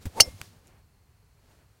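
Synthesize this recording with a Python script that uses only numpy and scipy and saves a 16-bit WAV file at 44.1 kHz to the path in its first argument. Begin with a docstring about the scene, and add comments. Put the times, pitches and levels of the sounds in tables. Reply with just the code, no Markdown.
"""Light breeze, rumbling air and rustling clothes on an open course; then a scuff and a rising shaft whistle.
Close to the microphone a driver smacks a golf ball off a tee, and its hollow metal head rings briefly.
A sharp tick follows; low thuds, lighter ticks and faint, far insects lie around the stroke.
Air and cloth are coloured noise, the whistle is narrow noise that follows a pitch, and the hit
is a set of decaying sines with a crack of noise."""
import sys
import numpy as np
from scipy import signal
from scipy.fft import rfft, irfft
from scipy.io import wavfile

SR = 44100
rng = np.random.default_rng(int(sys.argv[2]) if len(sys.argv) > 2 else 0)


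def int16_out(signal):
    """Quantize to a 16-bit WAV file."""
    q = np.round(np.clip(np.atleast_2d(signal).T, -1, 1) * 32767)
    wavfile.write(sys.argv[1], SR, q.astype(np.int16))


N = 79380  # length in samples

HIT_S, RING_S = .2008, .2028  # first contact; the head starts to ring

# Spectrum of the crack of the hit. Each row: frequency in Hz, level in dB.
CRACK_COLOUR = [(300, -23.5), (1000, -26.5), (2000, -19.5), (2700, -13), (3600, -11.5), (4400, 1.5),
                (6500, 3), (8000, -8), (9600, -2.5), (11000, -11.5), (14500, -13.5), (16000, -21.5)]


def amp(db):
    """Turn a level in dB into an amplitude."""
    return 10 ** (np.asarray(db) / 20)


def evened(x):
    """Bring a signal to an RMS of one."""
    return x / np.sqrt(np.mean(x ** 2) + 1e-20)


def since(s):
    """Seconds since a moment, zero before it."""
    return np.maximum(np.arange(N) / SR - s, 0)


def curve(rows, axis=1):
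    """One column of a table, joined by straight lines in time."""
    rows = np.array(rows)
    return np.interp(np.arange(N) / SR, rows[:, 0], rows[:, axis])


def noise(points):
    """Noise of unit RMS with the given spectrum, joined by lines over log frequency."""
    hz, db = np.transpose(points)
    f = np.fft.rfftfreq(N, 1 / SR)
    gain = amp(np.interp(np.log(f + 1), np.log(hz), db))
    white = rng.standard_normal(N)
    return evened(irfft(rfft(white) * gain, N))


def band(hz, width_hz):
    """A narrow band of noise that follows a pitch: slow complex noise turned at that pitch."""
    r = np.exp(-np.pi * width_hz / SR)
    white = rng.standard_normal(N) + 1j * rng.standard_normal(N)
    slow = signal.lfilter([1], np.poly([r, r]), white)
    carrier = np.exp(2j * np.pi * np.cumsum(hz * np.ones(N)) / SR)
    return evened((slow * carrier).real)


def rise(t, rise_s):
    """A smooth onset from zero to one."""
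    return 1 - np.exp(-(t / rise_s) ** 2)


def fade(t, t60):
    """An exponential decay that has lost 60 dB after t60 seconds."""
    return np.exp(-np.log(1000) * t / t60)


def ring(t, modes):
    """A sum of decaying sines; each mode is a frequency in Hz, level in dB and t60 in seconds."""
    return sum(amp(db) * fade(t, t60) * np.sin(2 * np.pi * hz * t) for hz, db, t60 in modes)


def outdoors():
    """A steady breeze, a rumble of air that is strongest around the swing, and faint, far insects."""
    # Spectra of the breeze and of the low rumble. Each row: frequency in Hz, level in dB.
    breeze_colour = [(20, -20), (45, -4.5), (100, -2.5), (150, -11.5), (200, -20), (350, -32.5), (550, -33),
                     (830, -26.5), (1400, -30), (2400, -32), (3600, -39), (6000, -37), (10000, -38),
                     (16000, -40)]
    rumble_colour = [(20, -14), (50, -4.5), (100, 0), (170, -5), (300, -15.5), (1000, -50)]
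    breeze_db, rumble_db, insects_db = -62, -51.5, -82.5
    rumble_peak_s, rumble_fade_db_per_s = .25, 27
    rumble_level_db = rumble_db - rumble_fade_db_per_s * abs(since(0) - rumble_peak_s)
    breeze = amp(breeze_db) * noise(breeze_colour)
    rumble = amp(rumble_level_db) * noise(rumble_colour)
    insects = amp(insects_db) * band(hz=4320, width_hz=600)
    return breeze + rumble + insects


def course():
    """Grass and trees scatter a faint tail of the crack."""
    # Spectrum of the scattered tail. Each row: frequency in Hz, level in dB.
    tail_colour = [(200, 2), (700, 2), (1500, -5.5), (3000, -7), (6000, -3), (10000, -3), (15500, -13.5)]
    tail_db, tail_t60 = -44.5, .42  # t60 in s
    t = since(RING_S)
    return amp(tail_db) * rise(t, .01) * fade(t, tail_t60) * noise(tail_colour)


def movement():
    """A short scuff in the downswing, and clothes rustling as the body turns."""
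    # Loudness of the high rustle, then of the soft, dull swishing. Each row: time in seconds, level in dB.
    rustle_level = [(0, -71), (.025, -55), (.045, -61.5), (.11, -62.5), (.15, -58.5), (.29, -56),
                    (.35, -62), (.41, -56.5), (.45, -55.5), (.51, -64), (.62, -72.5), (.68, -68.5),
                    (.74, -77), (.9, -84), (1.35, -80.5), (1.52, -69), (1.66, -79), (1.8, -76)]
    swish_level = [(0, -64.5), (.3, -61), (.36, -65), (.43, -57), (.49, -72), (.54, -63.5), (.62, -69.5),
                   (.68, -62.5), (.79, -65), (.83, -77), (1.33, -75), (1.48, -69), (1.515, -63.5),
                   (1.57, -70.5), (1.605, -64.5), (1.69, -74), (1.8, -73)]
    # Spectra of scuff, rustle and swishing. Each row: frequency in Hz, level in dB.
    scuff_colour = [(100, 23), (300, 13), (900, 1), (2500, -3.5), (6000, -8), (15000, -10)]
    rustle_colour = [(200, -1.5), (1500, -2.5), (4500, 0.5), (9000, -4), (15500, -11)]
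    swish_colour = [(100, -0.5), (300, 2.5), (800, -1.5), (1800, -7), (2800, -11.5), (4000, -20),
                    (15000, -26)]
    scuff_s, scuff_rise_s, scuff_hold_s, scuff_t60, scuff_db = .053, .002, .0081, .087, -34.5

    scuff_shape = rise(since(scuff_s), scuff_rise_s) * fade(since(scuff_s + scuff_hold_s), scuff_t60)
    scuff = amp(scuff_db) * scuff_shape * noise(scuff_colour)
    rustle = amp(curve(rustle_level)) * noise(rustle_colour)
    swish = amp(curve(swish_level)) * noise(swish_colour)
    return scuff + rustle + swish


def thud(s, hz, db, decay_s):
    """A dull bump: a low sine that dies away quickly."""
    t = since(s)
    rise_s = .0013
    return -amp(db) * rise(t, rise_s) * np.exp(-t / decay_s) * np.sin(2 * np.pi * hz * t)


def tick(s, db, t60, tilt_db):
    """A dry click with no ring: a burst of noise, tilted towards the treble by tilt_db per octave."""
    # Spectrum of a click before its tilt. 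Each row: frequency in Hz, level in dB.
    tick_colour = [(200, -5.5), (900, -30.5), (1450, 11.5), (2200, 11.5), (3300, -6), (4400, -2), (5800, 5),
                   (10000, 0), (13000, -5), (16000, -24)]
    t = since(s)
    tilted = [(hz, level + tilt_db * np.log2(hz)) for hz, level in tick_colour]
    return amp(db) * (t > 0) * fade(t, t60) * noise(tilted)


def thuds_and_ticks():
    """Low thuds and sharp ticks around the stroke; the lightest ticks are the thinnest."""
    # Low thuds. Each row: start in seconds, pitch in Hz, level in dB, decay in seconds.
    thud_rows = [(0.0675, 80.5, -25.5, .013), (.204, 90, -20, .007), (0.275, 62, -31, 0.02),
                 (0.338, 102.6, -38.5, 0.018), (0.412, 98.3, -34, 0.0075), (1.395, 85, -64, 0.016)]
    # Sharp ticks. Each row: start in seconds, level in dB, t60 in seconds, treble tilt in dB per octave.
    tick_rows = [(.0555, -35.5, 0.0069, 0), (0.0687, -45, .005, 7), (.415, -24.5, 0.0075, 1),
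                 (.672, -49, 0.0066, 6), (.679, -52, 0.0058, 6)]
    return sum(thud(*row) for row in thud_rows) + sum(tick(*row) for row in tick_rows)


def swing():
    """Eddies shed by the club whistle with its speed; the slower upper shaft sounds lower."""
    # Path of the swing. Each row: time in seconds, whistle pitch in Hz, level in dB.
    swing_path = [(.09, 500, -68), (.145, 803.6, -64), (.165, 875.3, -44), (.18, 888, -37.5),
                  (.2, 996.3, -36), (.218, 715, -38.5), (.25, 604, -51.5), (.288, 495, -50),
                  (.312, 419, -81.5)]
    # Spectrum of the broad rush of air. Each row: frequency in Hz, level in dB.
    air_colour = [(150, -4.5), (1000, -0.5), (2000, -3.5), (3000, -5), (6500, -5), (10000, -6.5),
                  (15500, -17)]
    shaft_ratio = .58  # pitch of the upper shaft against the whistle
    shaft_db, air_db = .5, -8.5  # against the whistle

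    hz = curve(swing_path, axis=1)
    whistle = band(hz, width_hz=130)
    shaft = amp(shaft_db) * band(hz * shaft_ratio, width_hz=520)
    air = amp(air_db) * noise(air_colour)
    return amp(curve(swing_path, axis=2)) * (whistle + shaft + air)


def smack():
    """The contact: a hard knock with a bite of treble; as the ball leaves, a push that drops into the bass."""
    # Short knocks of ball and face. Each row: frequency in Hz, level in dB, t60 in seconds.
    knock_modes = [(1270, -12.5, 0.019), (2173, 1, .006)]
    knock_rise_s, bite_db, bite_t60 = .00042, -19.5, .06
    # the push falls by drop_hz towards end_hz
    drop_hz, end_hz, fall_s = 1050, 45.39, .0027
    push_db, push_rise_s, push_decay_s = -7.5, .00062, .0026

    t, after = since(HIT_S), since(RING_S)
    knock = ring(t, knock_modes)
    bite = amp(bite_db) * fade(t, bite_t60) * noise(CRACK_COLOUR)
    push_hz = end_hz + drop_hz * np.exp(-after / fall_s)
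    turns = np.cumsum(push_hz * (after > 0)) / SR
    push_shape = rise(after, push_rise_s) * np.exp(-after / push_decay_s)
    push = amp(push_db) * push_shape * np.sin(2 * np.pi * turns)
    return rise(t, knock_rise_s) * (knock + bite) + push


def head():
    """The hollow head rings in its modes over a dense crack; one thin, slowly rising note lingers."""
    # Modes of the club head. Each row: frequency in Hz, level in dB against the ring, t60 in seconds.
    head_modes = [(670, -25, .05), (2848, -2, .027), (3170, -17, .04), (4385, 0, .028), (4495, -1, .031),
                  (5005, -18, .07), (5185, -16, .06), (5348, -11, .08), (5410, -13, .07), (5540, -16, .078),
                  (5963, -13, .045), (6171, -14, .052), (6328, -8, .038), (6736, -15, .04),
                  (7560, -16, .04), (8507, -12, .033), (9230, -7, .026), (9455, -6, .028),
                  (9720, -15, .035), (12520, -18, .033)]
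    ring_rise_s, ring_db = .0034, 3
    crack_db, crack_rise_s, crack_t60 = -4.5, .0012, .04
    sing_hz, sing_rise_hz_per_s, sing_db, sing_t60 = 2104, 240, -42, .33

    t = since(RING_S)
    modes = amp(ring_db) * ring(t, head_modes)
    crack = amp(crack_db) * rise(t, crack_rise_s) * fade(t, crack_t60) * noise(CRACK_COLOUR)
    sing_turns = (sing_hz + sing_rise_hz_per_s * t / 2) * t
    sing = amp(sing_db) * fade(t, sing_t60) * np.sin(2 * np.pi * sing_turns)
    return rise(t, ring_rise_s) * (modes + sing) + crack


def scene():
    """The stroke and everything around it, in mono."""
    around = outdoors() + course() + movement() + thuds_and_ticks()
    stroke = swing() + smack() + head()
    return (around + stroke)[None]


def record(dry):
    """The loudest peaks are rounded off at full scale; then a low-pass limits the band."""
    edge_hz = 16150
    held = dry / (1 + dry ** 6) ** (1 / 6)
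    low_pass = signal.firwin(255, edge_hz, window=("kaiser", 8), fs=SR)
    return signal.oaconvolve(held, low_pass[None], "same")


dry = scene()
out = record(dry)
int16_out(out)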